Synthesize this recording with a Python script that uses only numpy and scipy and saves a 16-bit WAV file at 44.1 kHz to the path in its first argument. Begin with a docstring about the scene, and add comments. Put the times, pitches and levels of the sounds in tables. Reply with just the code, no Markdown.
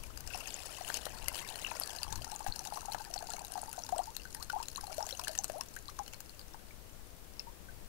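"""Canteen poured into a plastic bowl

A thin stream runs from a canteen into a hand-held bowl, close to the microphone on the left.
It patters on the nearly bare bottom, then plunges into deepening water, trapping bubbles that
ring and mostly bend upward, and finally breaks into single drips. The room is small and dry,
with a low rumble that swells as the hands shift; the right channel carries only hiss."""
import sys
import numpy as np
from scipy import signal
from scipy.fft import rfft, irfft, next_fast_len
from scipy.io import wavfile
from scipy.ndimage import uniform_filter1d

SR = 44100
rng = np.random.default_rng(int(sys.argv[2]) if len(sys.argv) > 2 else 0)


def waveform_to_disk(signal):
    """Save audio, clipped to [-1, 1], as 16-bit WAV at the path in sys.argv[1]."""
    frames = np.transpose(np.atleast_2d(signal))
    scaled = np.clip(frames, -1, 1) * 32767
    samples = np.round(scaled).astype(np.int16)
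    wavfile.write(sys.argv[1], SR, samples)


N = 347508

# strength of the stream where it lands (time [s], level [dB])
STREAM_LEVEL = [(0, -54), (0.22, -59.5), (0.33, -42.5), (0.75, -45), (1.18, -49), (1.55, -43), (1.9, -44.5),
                (2.15, -50), (2.7, -45.5), (3.05, -48), (3.35, -47.5), (3.8, -48), (4.3, -52),
                (4.75, -50.5), (5.0, -42.5), (5.3, -44), (5.75, -53), (6.3, -55), (6.8, -63.5)]
# the canteen gulps and throws a heavier splash (time [s], level [dB], half length [s])
GULPS = [(.885, -40.5, 0.021), (.96, -34.5, 0.017), (1.365, -41.5, 0.032)]
# bubbling of the air that the stream drags under (time [s], level [dB])
CHURN_LEVEL = [(0.15, -63), (0.35, -50.5), (0.55, -54), (1.4, -50), (2.0, -50), (3.0, -47), (3.75, -47.5),
               (4.2, -81), (4.7, -80), (4.9, -45.5), (5.4, -60), (5.7, -73)]
# large air pockets (time [s], level [dB], pitch [Hz], life [s], rise over one life [octaves])
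PLOPS = [(0.104, -43, 1310, 0.006, -0.067), (0.347, -29.5, 804, 0.0078, -0.13),
         (0.81, -32, 700, 0.0073, 0.14), (.901, -22, 1660, 0.0023, 0.059), (1.066, -25, 584, 0.0025, 0.19),
         (1.715, -25.5, 930, 0.0044, .02), (1.752, -28.5, 1015, 0.004, 0.039),
         (1.814, -28, 750, 0.0027, -0.035), (2.125, -27, 857, 0.0076, 0.11),
         (2.32, -30.5, 803, 0.016, 0.12), (2.405, -28, 840, 0.0059, 0.023),
         (2.464, -21.5, 797, 0.0076, -0.014), (2.723, -29, 823, 0.0083, 0.011),
         (2.772, -25.5, 1035, 0.0043, 0.06), (2.883, -30.5, 780, 0.016, 0.11),
         (2.946, -21.5, 820, 0.0045, -0.065), (3.16, -28, 730, 0.0082, 0.075),
         (3.225, -32, 692, 0.0078, -0.023), (3.555, -29.5, 814, 0.014, 0.065),
         (3.577, -27.5, 775, 0.0084, -0.054), (3.779, -32.5, 714, .01, -.02),
         (3.891, -30.5, 886, 0.0065, -0.083), (3.924, -22, 699, 0.019, 0.21), (3.963, -30, 595, 0.02, 0.41),
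         (3.991, -21.5, 695, 0.015, 0.24), (4.074, -36.5, 862, 0.022, 0.1),
         (4.253, -35, 1525, 0.0067, 0.0007), (4.36, -47.5, 814, 0.051, 0.42),
         (4.401, -41, 980, 0.017, 0.45), (4.499, -25, 1482, 0.0083, -0.023),
         (4.532, -25.5, 828, 0.028, 0.15), (4.561, -26.5, 736, 0.018, 0.28),
         (4.601, -29.5, 893, 0.014, 0.16), (4.778, -30.5, 1000, 0.009, 0.32),
         (4.836, -33.5, 830, 0.013, 0.025), (4.981, -26.5, 578, 0.016, 0.45),
         (5.005, -25.5, 862, 0.0082, 0.037), (5.025, -30.5, 778, 0.016, 0.26),
         (5.194, -24, 887, 0.0047, 0.21), (5.272, -28, 1650, 0.0043, 0.054),
         (5.292, -32.5, 660, 0.014, -0.076), (5.388, -34, 765, 0.016, 0.097),
         (5.498, -26, 630, 0.0045, -0.063), (5.536, -36.5, 664, 0.022, 0.45),
         (5.557, -34.5, 561, 0.039, 0.64), (5.611, -26.5, 1010, 0.0028, 0.036),
         (5.765, -32, 1530, 0.0075, 0.18), (5.886, -36.5, 1040, 0.0093, 0.41),
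         (5.989, -29, 1170, 0.006, -0.27), (5.995, -29.5, 825, 0.021, -0.034),
         (6.544, -34.5, 805, 0.0076, 0.18), (7.469, -41, 918, 0.02, 0.063),
         (7.686, -43, 1550, 0.011, -0.012)]
# tiny bubbles that ping above the splashing (time [s], level [dB], pitch [Hz])
PING_BUBBLES = [(0.336, -27, 2660), (0.345, -24.5, 5450), (0.4738, -24.5, 6630), (.5424, -19.5, 6850),
                (1.488, -28.5, 3900), (1.647, -20.5, 2810), (1.664, -24, 2660), (1.9864, -26.5, 4250),
                (2.523, -22, 4250), (2.6733, -32, 3800), (3.1785, -23.5, 4290), (3.6175, -22, 9600),
                (3.8368, -22.5, 5770), (4.167, -20, 13500), (4.772, -24, 6770), (5.0268, -21.5, 5400),
                (5.1265, -24, 4040), (5.293, -31, 4480), (5.3881, -10.5, 6180), (6.708, -41, 2250),
                (7.395, -20, 5280)]
# big drops that smack and ring (time [s], level [dB], ring pitch [Hz], ring against the level [dB])
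RINGING_DROPS = [(0.206, -36.5, 11400, -12), (0.9423, -24, 6500, -12), (1.054, -26.5, 4000, -18),
                 (1.283, -20, 11000, -15.5), (1.7985, -35.5, 11200, 1.5), (1.835, -30.5, 4560, -8.5),
                 (2.0313, -25.5, 4700, -11), (2.361, -36.5, 6870, -6.5), (2.592, -28.5, 5870, -14.5),
                 (2.9197, -37.5, 4200, -5), (3.1392, -29.5, 5680, -9.5), (3.3029, -32.5, 6940, -8.5),
                 (3.5203, -37, 9700, -6), (3.7288, -33, 10600, -10), (3.981, -31.5, 8100, -7.5),
                 (4.1657, -28.5, 4170, -13), (4.3476, -29.5, 9010, -14.5), (4.4262, -31, 4200, -15),
                 (4.6838, -31, 6830, -10), (4.7591, -31, 4030, -11.5), (5.1947, -31, 5500, -12),
                 (5.4431, -23, 8300, -16.5), (5.6093, -28.5, 5480, -10.5), (5.882, -45.5, 4070, -0.5),
                 (5.9902, -37, 6000, -9), (6.3933, -39.5, 4720, -11), (7.3991, -38, 2650, -16)]
# lumps of the stream that land flat, with no ring (time [s], level [dB])
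FLAT_DROPS = [(0.0358, -33.5), (0.174, -32), (0.2746, -31), (1.184, -39), (1.243, -34.5), (1.355, -30),
              (1.86, -36), (1.874, -32), (1.8935, -31), (1.962, -31.5), (2.1253, -26), (2.157, -28.5),
              (2.245, -28.5), (2.316, -29), (2.651, -30), (2.9333, -31), (3.335, -29.5), (3.365, -32.5),
              (3.392, -33), (3.89, -33), (4.499, -30.5), (4.6282, -29), (4.928, -33), (5.09, -29.5),
              (5.2808, -22), (5.351, -29.5), (5.7634, -35.5), (6.079, -34.5), (6.1347, -33.5),
              (6.204, -31.5)]
# colour of a splash on the bare bottom (frequency [Hz], gain [dB])
SHALLOW_EQ = [(100, -17), (250, -5.5), (650, 2.5), (1250, -19.5), (1600, -4.5), (2100, -8.5), (2750, -0.5),
              (3500, -9), (4200, -10.5), (5200, -7.5), (6500, -11.5), (7600, -9.5), (10500, -8.5),
              (15000, -16.5)]
# colour of a splash on deep water (frequency [Hz], gain [dB])
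DEEP_EQ = [(150, -13), (500, -10.5), (850, 3.5), (1250, -8.5), (1600, 2), (2100, -15), (2750, 2.5),
           (3500, -11.5), (4200, 2), (5000, -1), (6500, 2.5), (7600, -2), (10500, 0), (15000, -9)]
# dull slap of water closing over an air pocket (frequency [Hz], gain [dB])
SLAP_EQ = [(150, -8.5), (600, 5.5), (1650, 7), (2100, -2.5), (12000, -9)]
# decay of the room (frequency [Hz], time to fall 60 dB [s])
ROOM_DECAY = [(1500, 0.14), (12000, 0.04)]
# the hands shift and the microphone rumbles (time [s], level [dB], half length [s])
HANDLING = [(.1, -45, 0.31), (1.2, -47, 0.22), (2.16, -37.5, 0.081), (2.495, -32, 0.018),
            (4.5, -51.5, 0.76), (7.83, -45, 0.23)]
# colour of the rumble (frequency [Hz], gain [dB])
RUMBLE_EQ = [(25, -0.5), (70, -4.5), (190, -19.5), (900, -47.5)]
# room and preamplifier hiss on the left (frequency [Hz], gain [dB])
LEFT_HISS_EQ = [(40, -35), (150, -13), (450, -14.5), (1000, -21.5), (2500, -27.5), (7000, -30),
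                (15000, -31)]
# bare hiss on the right (frequency [Hz], gain [dB])
RIGHT_HISS_EQ = [(60, 5.5), (3000, -1)]
# bubble crowds, large and small (rate [1/s], centre pitch [Hz], pitch spread [octaves], life [s])
GURGLE_SHALLOW, GURGLE_DEEP = (200, 859, 0.36, 0.0026), (45, 862, 0.15, 0.0086)
PLIPS_SHALLOW, PLIPS_DEEP = (130, 1653, 0.18, 0.0051), (45, 1492, 0.19, 0.0055)

START_DEPTH, COVERED_S, FILL_S = 0.26, 1.85, 0.3  # the water covers the bottom, then deepens
DROPLETS_PER_S, THINNING_S = 950, 1.9  # the stream thins into ever fewer droplets
SINK_OCT_PER_S = 0.097  # the crowds sink in pitch as the bowl fills
FLICK_SHARE = 0.396  # share of a bubble's bend that comes as a last flick near the surface
SMACK_DB, SPRAY_DB, SLAP_DB = -15.5, -16, -24.5  # layers of a big drop, against its level
SPRAY_HZ, SPRAY_OCTAVES, SPRAY_DELAY_S = 6184, 0.699, 0.0015  # centre pitch, spread, onset scatter
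RUMBLE_DB, ROOM_DB, TOP_HZ = -51, -15, 15750
TIME = np.arange(N) / SR


def spatter():
    """Droplets splat and spray, most in shallow water, over the sizzle of the unbroken stream."""
    s = arrivals(DROPLETS_PER_S * np.exp(-TIME / THINNING_S))
    size = amp(5.0 * np.minimum(rng.standard_normal(s.shape), 1.9))
    t = np.arange(SR // 160) / SR
    envelope = 0.46 * (1 - np.exp(-t / 0.00022)) * np.exp(-t / 0.00095)
    splats = envelope * rng.standard_normal((len(s), len(t)))
    lumps = wobble(N, depth_db=by_depth(2.5, 5, TIME), span=0.0074)  # the stream lands unevenly
    sprays = by_depth(0.74, 0.46, s) * spray(len(s), t, count=2)
    patter = steadied(in_bowl(lumps * placed(s, size * (splats + sprays))), span=0.083)
    sizzle = unit(in_bowl(lumps * rng.standard_normal(N)))
    sizzle_share = by_depth(0.13, 0.15, TIME)
    level = fader(STREAM_LEVEL) + swells(GULPS)
    return level * (np.sqrt(1 - sizzle_share) * patter + np.sqrt(sizzle_share) * sizzle)


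def plops():
    """Large air pockets ring out; the short-lived ones are born with a harder wet slap."""
    s, db, hz, life, rise = columns(PLOPS)
    t = np.arange(SR // 10) / SR
    flutter = wobble((len(s), len(t)), depth_db=1.5, span=0.005)  # churning water shakes each ring
    rings = amp(db) * bubble(t, hz, life, rise, attack=0.00077) * flutter
    slaps = amp(db - 3 - 670 * life) * np.exp(-t / 0.004) * rng.standard_normal(rings.shape)
    return placed(s, rings) + coloured(placed(s, slaps), SLAP_EQ)


def churn():
    """Air dragged under gurgles as large bubbles and plips as smaller ones."""
    plips = amp(by_depth(-2.5, -11, TIME)) * crowd(PLIPS_SHALLOW, PLIPS_DEEP)
    gurgle = crowd(GURGLE_SHALLOW, GURGLE_DEEP)
    return fader(CHURN_LEVEL) * (gurgle + plips)


def crowd(shallow, deep):
    """Many bubbles around one pitch; they get fewer, lower and longer as the bowl fills."""
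    s = arrivals(by_depth(shallow[0], deep[0], TIME))
    _, centre_hz, octaves, life = (by_depth(a, b, s) for a, b in zip(shallow, deep))
    centre_hz = centre_hz * 2 ** (-SINK_OCT_PER_S * np.maximum(s - COVERED_S, 0))
    detune, stretch, weight, bend = rng.standard_normal((len(s), 4)).T[:, :, None]
    t = np.arange(SR // 20) / SR
    hz = centre_hz * 2 ** (octaves * detune)
    rings = bubble(t, hz, life * np.exp(0.34 * stretch), rise=0.042 + 0.026 * bend, attack=0.0002)
    slaps = 0.26 * np.exp(-t / 0.0019) * rng.standard_normal(rings.shape)
    size = amp(4.5 * np.minimum(weight, 1.5))
    return steadied(placed(s, size * rings) + coloured(placed(s, size * slaps), SLAP_EQ), span=0.4)


def drops():
    """Every big drop smacks the water; some also set one bright bubble ringing."""
    s, db, hz, ring_db = columns(RINGING_DROPS)
    t = np.arange(SR // 50) / SR
    rings = np.array([unit(bubble(t, f, life=7 / f, rise=0.018, attack=0.0001)) for f in hz])
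    flat = smacks(*columns(FLAT_DROPS))
    return flat + smacks(s, db) + placed(s + 0.0005, amp(db + ring_db) * rings)


def smacks(s, db):
    """A drop hits with a sharp crack, a dull slap under it and a spray on top."""
    lead_s = 0.005  # room for the crack to build
    t = np.arange(SR // 50) / SR
    from_peak = t - lead_s
    spike = np.exp(-np.abs(from_peak) / 0.000052)
    body = 2.5 * np.exp(-np.maximum(from_peak / 0.0016, -from_peak / 0.0014))
    cracks = np.array([noise(DEEP_EQ, len(t), envelope=spike + body) for _ in s])
    slaps = np.array([noise(SLAP_EQ, len(t), envelope=np.exp(-t / 0.0043)) for _ in s])
    sprays = np.array([unit(cluster) for cluster in spray(len(s), t, count=4)])
    splashes = amp(db) * (amp(SPRAY_DB) * sprays + amp(SLAP_DB) * slaps)
    return placed(s - lead_s + 0.000995, amp(db + SMACK_DB) * cracks) + placed(s, splashes)


def pings():
    """Tiny bubbles swell and ring for a few cycles."""
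    s, db, hz = columns(PING_BUBBLES)
    t = np.arange(SR // 60) / SR
    return placed(s, amp(db) * bubble(t, hz, life=8.6 / hz, rise=0.017, attack=1.36 / hz))


def spray(droplets, t, count):
    """Each droplet leaves a quick cluster of tiny bubbles, the higher ones louder and shorter."""
    detune, weight, delay = rng.standard_normal((droplets, 3, count)).transpose(1, 2, 0)[..., None]
    hz = np.clip(SPRAY_HZ * 2 ** (SPRAY_OCTAVES * detune), 1300, TOP_HZ)
    cycles = hz * np.maximum(t - np.abs(delay) * SPRAY_DELAY_S, 0)
    gain = amp(1.8 * weight) * (hz / SPRAY_HZ) ** 0.47
    envelope = (1 - np.exp(-cycles)) * np.exp(-(cycles / 5.3) ** 0.76)
    return np.sum(gain * envelope * np.sin(2 * np.pi * cycles), axis=0)


def bubble(t, hz, life, rise, attack):
    """A ringing air pocket; with positive rise it climbs as it floats up and flicks at the surface."""
    age = np.minimum(t / life, 6)
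    octaves = rise * ((1 - FLICK_SHARE) * age + FLICK_SHARE * np.minimum(age, 2.5) ** 3)
    pitch = hz * 2 ** np.minimum(octaves, 1)
    envelope = (1 - np.exp(-t / attack)) * np.exp(-age ** 1.58)
    return envelope * np.sin(2 * np.pi * np.cumsum(pitch, axis=-1) / SR)


def in_bowl(x):
    """Splashes crossfade from the bare-bottom colour to the brighter one of deep water."""
    return by_depth(unit(coloured(x, SHALLOW_EQ)), unit(coloured(x, DEEP_EQ)), TIME)


def by_depth(shallow, deep, s):
    """Morph from the shallow value to the deep one as the bowl fills, at the times s."""
    depth = 1 - (1 - START_DEPTH) * np.exp(-np.maximum(s - COVERED_S, 0) / FILL_S)
    return shallow + (deep - shallow) * depth


def room(x):
    """The small room answers after 5 ms with a short tail whose treble dies first."""
    hz, t, spectrum = signal.stft(rng.standard_normal(SR // 3), SR, nperseg=256)
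    decay = amp(-60 * t / along(ROOM_DECAY, hz)[:, None])
    tail = signal.istft(spectrum * decay, SR, nperseg=256)[1]
    return signal.fftconvolve(x, np.pad(tail, (SR // 200, 0)) / np.linalg.norm(tail))[:N]


def rumble():
    """A steady low bed from the room, swelling as the hands shift."""
    return np.hypot(amp(RUMBLE_DB), swells(HANDLING)) * noise(RUMBLE_EQ)


def noise(eq, length=N, envelope=1):
    """Noise shaped by an envelope, then an EQ, at rms 1."""
    return unit(coloured(envelope * rng.standard_normal(length), eq))


def coloured(x, eq):
    """Minimum-phase EQ through (Hz, dB) points, so hits keep their attack."""
    m = 2 * next_fast_len(len(x) // 2 + 2048)
    cepstrum = irfft(np.log(amp(along(eq, np.fft.rfftfreq(m, 1 / SR)))))
    cepstrum[1:m // 2] *= 2
    cepstrum[m // 2 + 1:] = 0
    return irfft(rfft(x, m) * np.exp(rfft(cepstrum)))[:len(x)]


def along(points, hz):
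    """Read (Hz, value) points on a log axis."""
    f, values = np.transpose(points)
    return np.interp(np.log(hz + 1), np.log(f), values)


def fader(points):
    """Gain ride through (s, dB) points."""
    return amp(np.interp(TIME, *np.transpose(points)))


def swells(rows):
    """Gain ride made of bell-shaped swells."""
    return sum(amp(db) * np.exp(-((TIME - s) / width) ** 2) for s, db, width in rows)


def wobble(shape, depth_db, span):
    """A random gain that changes over span seconds."""
    size = int(span * SR)
    drift = uniform_filter1d(uniform_filter1d(rng.standard_normal(shape), size), size // 2)
    return amp(depth_db * unit(drift))


def steadied(x, span):
    """Level the rms toward 1 over span seconds, keeping the grain."""
    size = int(span * SR)
    power = np.abs(uniform_filter1d(uniform_filter1d(x ** 2, size), size))
    return x / np.sqrt(power + np.mean(power) / 20)


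def arrivals(rate):
    """Irregular trigger times that follow a rate per second."""
    due = np.cumsum(np.maximum(rate, 1)) / SR
    turns = np.arange(int(due[-1]))
    return np.interp(turns + rng.uniform(-1, 1, len(turns)), due, TIME)[:, None]


def placed(times, waves):
    """Lay each row of waves on the timeline at its time."""
    index = np.round(np.reshape(times, (-1, 1)) * SR).astype(int) + np.arange(waves.shape[1])
    return np.bincount(np.maximum(index, 0).ravel(), waves.ravel(), N)[:N]


def columns(cues):
    """Split a cue list into columns, one row per event."""
    return np.transpose(cues)[:, :, None]


def amp(db):
    """Decibels to gain."""
    return 10 ** (np.asarray(db) / 20)


def unit(x):
    """Scale to rms 1."""
    return x / np.sqrt(np.mean(x ** 2) + 1e-20)


def scene():
    """Water, rumble and room tone on the left; bare hiss on the right."""
    water = plops() + pings() + drops() + churn() + spatter()
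    left = water + rumble() + amp(ROOM_DB) * room(water) + amp(-54) * noise(LEFT_HISS_EQ)
    return np.array([left, amp(-59) * noise(RIGHT_HISS_EQ)])


def record(dry):
    """A brick-wall low-pass cuts everything above TOP_HZ."""
    m = next_fast_len(N + SR // 2)
    return irfft(rfft(dry, m) * (np.fft.rfftfreq(m, 1 / SR) < TOP_HZ), m)[:, :N]


dry = scene()
out = record(dry)
waveform_to_disk(out)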